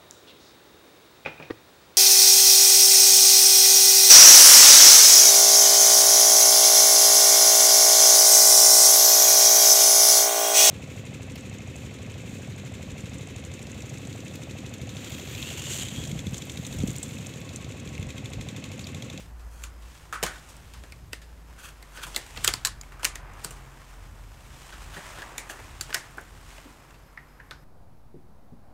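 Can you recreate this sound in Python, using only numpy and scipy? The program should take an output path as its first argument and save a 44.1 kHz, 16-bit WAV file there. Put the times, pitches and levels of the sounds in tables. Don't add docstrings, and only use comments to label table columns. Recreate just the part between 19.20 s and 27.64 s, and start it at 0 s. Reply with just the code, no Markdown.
import sys
import numpy as np
from scipy import signal
from scipy.fft import rfft, irfft, next_fast_len
from scipy.io import wavfile
from scipy.ndimage import uniform_filter1d

SR = 44100
rng = np.random.default_rng(int(sys.argv[2]) if len(sys.argv) > 2 else 0)


def transcribe(u):
    v = np.clip(np.atleast_2d(u).T, -1, 1)
    q = np.round(v * 32767).astype(np.int16)
    wavfile.write(sys.argv[1], SR, q)


N = 372204
TIME_S = np.arange(N) / SR


def knocks():
    # start_s, level_db, thud_db, panel_db, snap_db, panel_hz, clack_hz, rattle_ms, room_db, lead_in_db
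    blows = [(0.1955, -39.5, -23, -23, -16, 1047, 2870, 1.7, -2.5, -23),
             (0.4212, -41, -24, -6, -8, 1080, 3200, 1.7, -4, -23),
             (0.438, -25, -31, -20.5, -11, 1410, 2360, 3.1, -7, -9),
             (0.622, -41, -24, -19, -18, 1030, 2510, 3.2, 1.5, -23),
             (0.9264, -26, -17, -7, -14, 1390, 2660, 1.5, -1.5, -41),
             (0.9318, -27, -24, -6, -10, 1360, 3400, 1.6, -2.5, -34),
             (0.9463, -37, -20, -8, -15, 1310, 2640, 2, 1, -20),
             (1.0284, -10, -16, -18, -13.5, 1770, 2930, 1.5, -6, -28),
             (1.0346, -11, -22, -14.5, -11, 979, 2800, 4.3, -20, -21),
             (1.0646, -20, -22, -7.5, -12, 1510, 3300, 1.8, -5.5, -25),
             (1.289, -40.5, -20, -20, -12, 904, 2400, 2.3, 5, -23),
             (1.3668, -43, -17, -24, -4, 1200, 5280, 2.3, -18, -23),
             (1.537, -31, -32, -13, -16, 958, 3020, 3.1, -5.5, -23),
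             (1.6373, -34.5, -14, -13.5, -14, 1740, 2540, 2, -8, -21),
             (1.722, -30, -22, -14.5, -14, 2410, 4500, 2.7, -17, -21),
             (1.9319, -13.5, -25, -20, -16, 1900, 2690, 1.6, -16, -18),
             (2.0171, -37, -22, -17, -16.5, 1618, 2874, 2.8, -0.5, -23),
             (2.6261, -32, -27, -18, -12.5, 1943, 4450, 3.3, -17, -16),
             (2.7724, -29, -17, -13.5, -26, 1516, 2460, 3.7, -1.5, -21),
             (2.8674, -31, -14.5, -13, -9.5, 1040, 2900, 1.9, -1.5, -26),
             (2.9473, -19, -26, -19, -21, 1620, 3370, 1.7, -9, -11),
             (2.9622, -7.5, -28, -22.5, -14, 2040, 4270, 3, -16, -20),
             (2.9754, -25.5, -16.5, -20, -9, 1990, 4060, 3, -5.5, -23),
             (3.162, -29, -24, -14, -19, 2220, 2620, 2.3, -12, -23),
             (3.1753, -18.5, -19.5, -22, -24, 1320, 2730, 1.94, -11, -2.5),
             (3.246, -5.5, -35, -17.5, -10, 1600, 3290, 2.6, -13.5, -12),
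             (3.2769, -0.5, -28, -23, -12, 1410, 3320, 2.6, -15, -18),
             (3.2864, -14, -20, -14.5, -14, 2060, 3130, 2.3, -18, -18),
             (3.3384, -3, -28, -16, -16, 936, 4670, 0.77, -19.5, -21),
             (3.4496, -7, -37, -22.5, -12, 1610, 4400, 2.9, -10, -35),
             (3.457, -13.5, -33, -16, -7.5, 1100, 4020, 2.6, -28, -26),
             (3.471, -13.5, -31, -20.5, -11.5, 1050, 4330, 3.4, -26, -36),
             (3.6126, -28.5, -35, -25, -9, 1000, 5220, 2.3, -25, -41),
             (3.6336, -39, -16, -11, -11, 2260, 3260, 1.28, -10, -18),
             (3.7215, -38, -14, -1, -14, 956, 2380, 1.8, -4.5, -15),
             (3.7956, -39.5, -20, -5, -11, 1390, 2700, 1.7, -3, -19),
             (3.8315, -19, -19, -14.5, -14, 1160, 2964, 1.27, -3, -13),
             (3.846, -11.5, -33, -13.5, -7, 1860, 2400, 2.6, -29, -32),
             (3.8509, -2, -35, -18.5, -10, 2470, 2510, 1.7, -17, -16),
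             (3.9562, -19.5, -30, -19, -15, 1850, 2350, 2.1, -13, -14),
             (4.136, -46, -10, -11, -6, 997, 2750, 2.3, -20, -23),
             (4.2467, -16, -20, -24, -8.5, 1340, 4400, 1.86, -13.5, -9),
             (4.3077, -34, -27, -15, -4, 1220, 2600, 2.5, -15, -33),
             (4.3115, -35.5, -13, -17, -7, 1210, 2420, 2.5, -5, -25),
             (5.4183, -33, -21, -19, -27, 1035, 5490, 0.93, -27, -17),
             (5.5248, -34, -19, -12, -21, 1480, 3030, 3.4, 0.5, -24.5),
             (5.7664, -36, -10, -8, -16, 1780, 2460, 2.3, 1.5, -23),
             (5.8568, -41, -13, -7, -22, 1780, 2440, 2.25, -22, -23),
             (5.9888, -31, -17, -14, -19, 1773, 2730, 2.9, -4, -21),
             (6.0198, -26.5, -19, -12.5, -20, 1700, 2510, 4.1, -14, -23),
             (6.1804, -20, -21, -15, -8, 2210, 3820, 2.3, -8.5, -26),
             (6.2977, -28.5, -9.5, -6.5, -14, 1660, 2850, 1.7, -6.5, -23),
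             (6.3915, -41, -3, -3, -20, 1580, 2430, 2.7, -7, -23),
             (6.6102, -15.5, -28.5, -23, -9.5, 1460, 4470, 2.7, -12, -28),
             (6.6934, -40, 3, -8, -11, 1502, 2620, 1.5, -15, -23),
             (6.7045, -28.5, -10, -10, -15, 1670, 3020, 2.7, -21, -23),
             (6.728, -19.5, -32, -14, -34, 1490, 2330, 1.7, -17, -35),
             (6.7442, -6, -28, -18, -14, 1650, 5600, 4, -17, -13),
             (6.7669, -26, -23, -13, -11.5, 1940, 2410, 1.8, -1, -23),
             (6.9734, -38.5, 1, -8, -8, 1003, 2440, 1.8, -5.5, -29),
             (6.982, -44.5, -5, 10, -20, 1540, 3420, 2.3, -10, -25),
             (7.0117, -40.5, -10, -27, -3, 1110, 2600, 2.1, -17, -23),
             (7.3816, -30.5, -15, -17, -26, 1877, 2850, 1.9, -18, -9),
             (7.7075, -37.5, -23, -18, -18, 1315, 2720, 2.3, -14, -20),
             (7.7416, -40, -22, -20, -27, 1074, 2610, 2.3, -3, -20),
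             (7.9745, -35, -22, 0, -38.5, 1900, 2540, 1.6, -14, -26),
             (8.1993, -48.5, -18, 6, -30, 1670, 2474, 2.3, -9, -11),
             (8.31, -20.5, -24, -16, -23.5, 1470, 3810, 2.4, -12.5, -30)]
    # low_hz, high_hz
    bands_hz = [(250, 900), (900, 2400), (2400, 5500), (5500, 10000), (10000, 15000)]
    carry_db = [-1.7, 3, -10.5, 1, -8]
    rattle_stretch = [2.9, 2.75, 0.95, 0.83, 0.79]
    crack_gain = [1, .22, .45, .55, 1]
    room_t60_s = [0.26, 0.35, 0.21, 0.18, 0.094]
    tail_ring_gain = [0, .7, .25, .3, 0]
    lead_in_rise_s, room_rise_s = 0.0041, 0.0052
    size, lead = SR // 3, SR // 40
    t = np.arange(size) / SR
    tracks = np.zeros((len(bands_hz), N + size + lead))
    for (start_s, level_db, thud_db, panel_db, snap_db,
         panel_hz, clack_hz, rattle_ms, room_db, lead_in_db) in blows:
        i = int(start_s * SR)
        share_db = np.add(carry_db, [thud_db, panel_db, 0, snap_db, snap_db])
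        lead_in = undb(lead_in_db) * np.exp(-t[lead:0:-1] / lead_in_rise_s)
        snap_hz = 7500 * np.exp(.1 * rng.uniform(-1, 1))
        for k, spot_hz in enumerate([0, panel_hz, clack_hz, snap_hz, 0]):
            chatter = rng.standard_normal(size + lead)
            chatter[lead] = 4
            decay = np.exp(-t * 1000 / (rattle_ms * rattle_stretch[k]))
            tail = undb(room_db - 60 * t / room_t60_s[k]) * (1 - np.exp(-t / room_rise_s))
            blow = chatter * np.r_[lead_in, decay]
            room = chatter * np.r_[np.zeros(lead), tail]
            if spot_hz:
                blow = crack_gain[k] * blow + 1.5 * body_ring(blow + tail_ring_gain[k] * room, spot_hz)
            blow += crack_gain[k] * room
            low_hz, high_hz = bands_hz[k]
            band_share = (high_hz - low_hz) / (SR / 2)
            tracks[k, i:i + size + lead] += blow * undb(level_db + share_db[k]) / np.sqrt(band_share)
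    return sum(band(x[lead:lead + N], *edges, order=3) for x, edges in zip(tracks, bands_hz))


def body_ring(blow, spot_hz):
    # pitch_hz, width_hz
    modes = [(1030, 160), (1200, 220), (1350, 250), (1500, 105), (1700, 150), (1880, 164), (2060, 105),
             (2300, 520), (2700, 220), (3000, 64), (3270, 250), (3650, 190), (4070, 240), (4500, 130),
             (4950, 260), (5430, 140), (6000, 140), (6400, 510), (6850, 240), (7300, 120), (7700, 110),
             (8400, 220), (9200, 420)]
    log_spread = .06
    out = np.zeros_like(blow)
    for pitch_hz, width_hz in modes:
        gain = np.exp(-.5 * (np.log(pitch_hz / spot_hz) / log_spread) ** 2)
        if gain > .02:
            out += gain * ring(blow, pitch_hz, width_hz)
    return out


def scraping():
    # peak_s, level_db, swell_s, fade_s, brightness_db
    drags = [(.41, -57, 0.36, .09, 0), (2.391, -51, 0.022, 0.057, -6), (2.451, -48.5, 0.048, 0.069, -3.5),
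             (2.495, -48.5, 0.091, .025, -7), (2.77, -47, 0.055, 0.072, -4),
             (2.837, -33.5, 0.021, 0.036, -10), (2.87, -60, 0.036, .08, 0), (5.755, -43, 0.056, 0.081, -13),
             (5.99, -45.5, 0.063, .04, -22), (6.03, -50, 0.055, 0.022, -10),
             (6.30, -40.5, 0.013, 0.065, -4)]
    # pitch_hz, width_hz, gain_db
    modes = [(1473, 390, 10), (2580, 600, 4), (3200, 240, 1), (4370, 600, 4), (6170, 1300, 6),
             (8050, 2200, -0.5), (10850, 5100, -13)]
    slips = rng.standard_normal(N) * undb(1.5 * rng.exponential(size=N) + 2.5 * walk(150))
    rings = [undb(gain_db) * ring(slips, hz, width_hz) for hz, width_hz, gain_db in modes]
    dull, bright = level(sum(rings[:3]), 0), level(sum(rings[3:]), 0)
    dull_gain = sum(swell(*move) for *move, _ in drags)
    bright_gain = sum(swell(*move) * undb(brightness_db) for *move, brightness_db in drags)
    return dull * uniform_filter1d(dull_gain, 400) + bright * uniform_filter1d(bright_gain, 400)


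def bench_thumps():
    # start_s, pitch_hz, level_db, t60_s
    booms = [(1.031, 170, -25.5, 0.12), (2.85, 123.7, -45, 0.24), (3.171, 102, -40, 0.43),
             (3.28, 96.5, -37, 0.35), (3.85, 141, -39, 0.098), (4.25, 148, -41.5, 0.2),
             (5.76, 178, -46, 0.27), (7.439, 284, -42.5, 0.3)]
    rise_s, q = 0.011, 6.4
    out = np.zeros(N)
    for start_s, pitch_hz, level_db, t60_s in booms:
        t = np.maximum(TIME_S - start_s, 0)
        envelope = undb(level_db - 60 * t / t60_s) * (1 - np.exp(-t / rise_s))
        out += envelope * level(ring(rng.standard_normal(N), pitch_hz, pitch_hz / q), 0)
    return out


def grainy_hiss():
    # peak_s, level_db, swell_s, fade_s
    swells = [(0, -47.5, .1, 0.091), (0.751, -55, 0.32, 0.37), (1.12, -52, .15, 0.57),
              (1.6, -61.5, 0.59, 0.66), (2.419, -63.5, 0.63, 0.46), (2.94, -51, 0.47, 0.37),
              (3.28, -43.5, 0.23, 0.17), (3.68, -61.5, 0.32, 0.45), (4.22, -54.5, 0.14, 0.58),
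              (4.7, -62.5, 0.32, .6), (5.45, -56.5, 0.66, 0.79), (5.88, -50, 0.65, 0.54),
              (6.42, -61, 0.496, 0.87), (6.75, -54, 0.67, 0.28), (7.36, -55, 0.74, 0.63)]
    # time_s, level_db
    rustle = [(0.0, -59.5), (0.96, -58), (1.1, -52.5), (1.34, -56), (2.0, -63.5), (2.3, -58), (3.38, -54),
              (3.55, -57), (4.09, -49.5), (4.49, -53.5), (5.08, -58), (5.97, -46), (6.51, -51),
              (6.82, -51.5), (7.05, -56), (7.45, -54.5), (7.78, -57), (8.44, -60)]
    # frequency_hz, density_db
    spectrum = [(300, 9.5), (450, 0.5), (1000, 5.5), (1700, 1.5), (2600, -2.5), (4500, -10.5), (7000, -9),
                (8600, -8.5), (9600, -11), (13000, -8.5), (16500, -9)]
    crackles_per_s, crackle_db, still_db = 12, 6, -77
    grain_db = 1.5 * walk(300) + .8 * walk(25)
    crackle_onsets = 1. * (rng.random(N) < crackles_per_s / SR)
    crackles = uniform_filter1d(crackle_onsets, size=60) * 60
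    grain_db += crackle_db * np.minimum(crackles, 1)
    dull_db, = curves(rustle)
    hiss_db = 20 * np.log10(undb(still_db) + sum(swell(*row) for row in swells))
    top_db = -36 + 0.62 * hiss_db
    out = np.zeros(N)
    for low_hz, high_hz, level_db in [(2400, 9000, hiss_db), (400, 2400, dull_db), (9000, 17000, top_db)]:
        hiss = coloured(rng.standard_normal(N) * undb(grain_db), spectrum)
        out += level(band(hiss, low_hz, high_hz), level_db)
    return out


def traffic():
    # time_s, pitch_hz, drone_db, third_harmonic_db
    engine = [(0, 58.1, -47, -71), (.21, 57.4, -41, -75), (.75, 57.2, -46, -75), (1.05, 50.9, -45.5, -60),
              (1.43, 56.4, -52, -85), (1.8, 58.1, -46.5, -61.5), (2.5, 53.3, -50, -65.5),
              (2.7, 47.2, -52, -65), (2.94, 45.2, -49.5, -66), (4.04, 44.1, -44, -54),
              (4.45, 43.6, -52, -50), (5.03, 43.7, -45, -72), (5.4, 43.7, -51.5, -49.5),
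              (5.62, 44.16, -44, -75), (5.92, 43.8, -53.5, -59), (6.56, 42.5, -52, -55.5),
              (6.8, 42.5, -53, -55.5), (7.24, 44.5, -53.5, -68), (8.44, 43.6, -54.5, -59.5)]
    pitch_hz, drone_db, third_db = curves(engine)
    rumble_db = np.interp(TIME_S, [6.5, 7.5], [-54, -65.5]) + 5.5 * walk(6.1)
    phase = 2 * np.pi * np.cumsum(pitch_hz * (1 + 0.0208 * walk(8.8))) / SR
    tone = np.sin(phase) * undb(2.7 * walk(7.0))
    boom = band(rng.standard_normal(N), 43.7, 74.0)
    rumble = band(rng.standard_normal(N), 46.0, 115.0)
    third = np.sin(3 * phase) * undb(third_db)
    drone = level(tone, 0) + level(boom, -8)
    return drone * undb(drone_db) + level(rumble, rumble_db) + third


def room_air():
    # frequency_hz, density_db
    spectrum = [(20, -2), (26, -12), (32, -12), (60, 1), (200, -7.5), (500, -12.5), (1500, -24),
                (2500, -36), (4500, -30), (9000, -34), (13000, -32.5), (16500, -53)]
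    # pitch_hz, width_hz, level_db
    whines = [(150, 4, -66), (12260, 350, -78)]
    air = level(coloured(rng.standard_normal(N), spectrum), db=-56)
    for pitch_hz, width_hz, level_db in whines:
        whine = ring(rng.standard_normal(N), pitch_hz, width_hz)
        air += level(ring(whine, pitch_hz, width_hz), level_db)
    return air


def meter_whistle():
    pitch_hz, start_s, cycle_s, on_s = 5099, .243, .2527, .1
    reading = 1. * ((TIME_S - start_s) % cycle_s < on_s)
    whistle = level(np.sin(2 * np.pi * pitch_hz * TIME_S), db=-74.5)
    return uniform_filter1d(reading, size=300) * whistle


def swell(peak_s, level_db, swell_s, fade_s):
    return undb(level_db - 20 * np.maximum((peak_s - TIME_S) / swell_s, (TIME_S - peak_s) / fade_s))


def undb(db):
    return 10 ** (np.asarray(db) / 20)


def level(x, db):
    return x * undb(db) / np.sqrt(np.mean(x ** 2))


def band(x, low_hz, high_hz, order=2):
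    return signal.sosfilt(signal.butter(order, [low_hz, high_hz], "bandpass", fs=SR, output="sos"), x)


def ring(x, hz, width_hz):
    return signal.lfilter(*signal.iirpeak(hz, hz / width_hz, fs=SR), x)


def coloured(x, spectrum):
    hz, db = np.transpose(spectrum)
    size = next_fast_len(N)
    bin_hz = np.arange(size // 2 + 1) * SR / size + 1
    gain = undb(np.interp(np.log(bin_hz), np.log(hz), db))
    return irfft(rfft(x, size) * gain, size)[:N]


def walk(rate_hz):
    hold = int(SR / rate_hz)
    steps = np.repeat(rng.standard_normal(N // hold + 1), hold)
    return 0.95 * uniform_filter1d(steps, hold)[:N]


def curves(table):
    time_s, *columns = np.transpose(table)
    return [np.interp(TIME_S, time_s, column) for column in columns]


def scene():
    mono = knocks() + bench_thumps() + grainy_hiss() + scraping() + traffic() + room_air() + meter_whistle()
    return np.array([mono, mono])


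def record(dry):
    cutoff_hz = 15750
    return signal.sosfilt(signal.ellip(10, .3, 60, cutoff_hz, fs=SR, output="sos"), dry)


dry = scene()
out = record(dry)
transcribe(out)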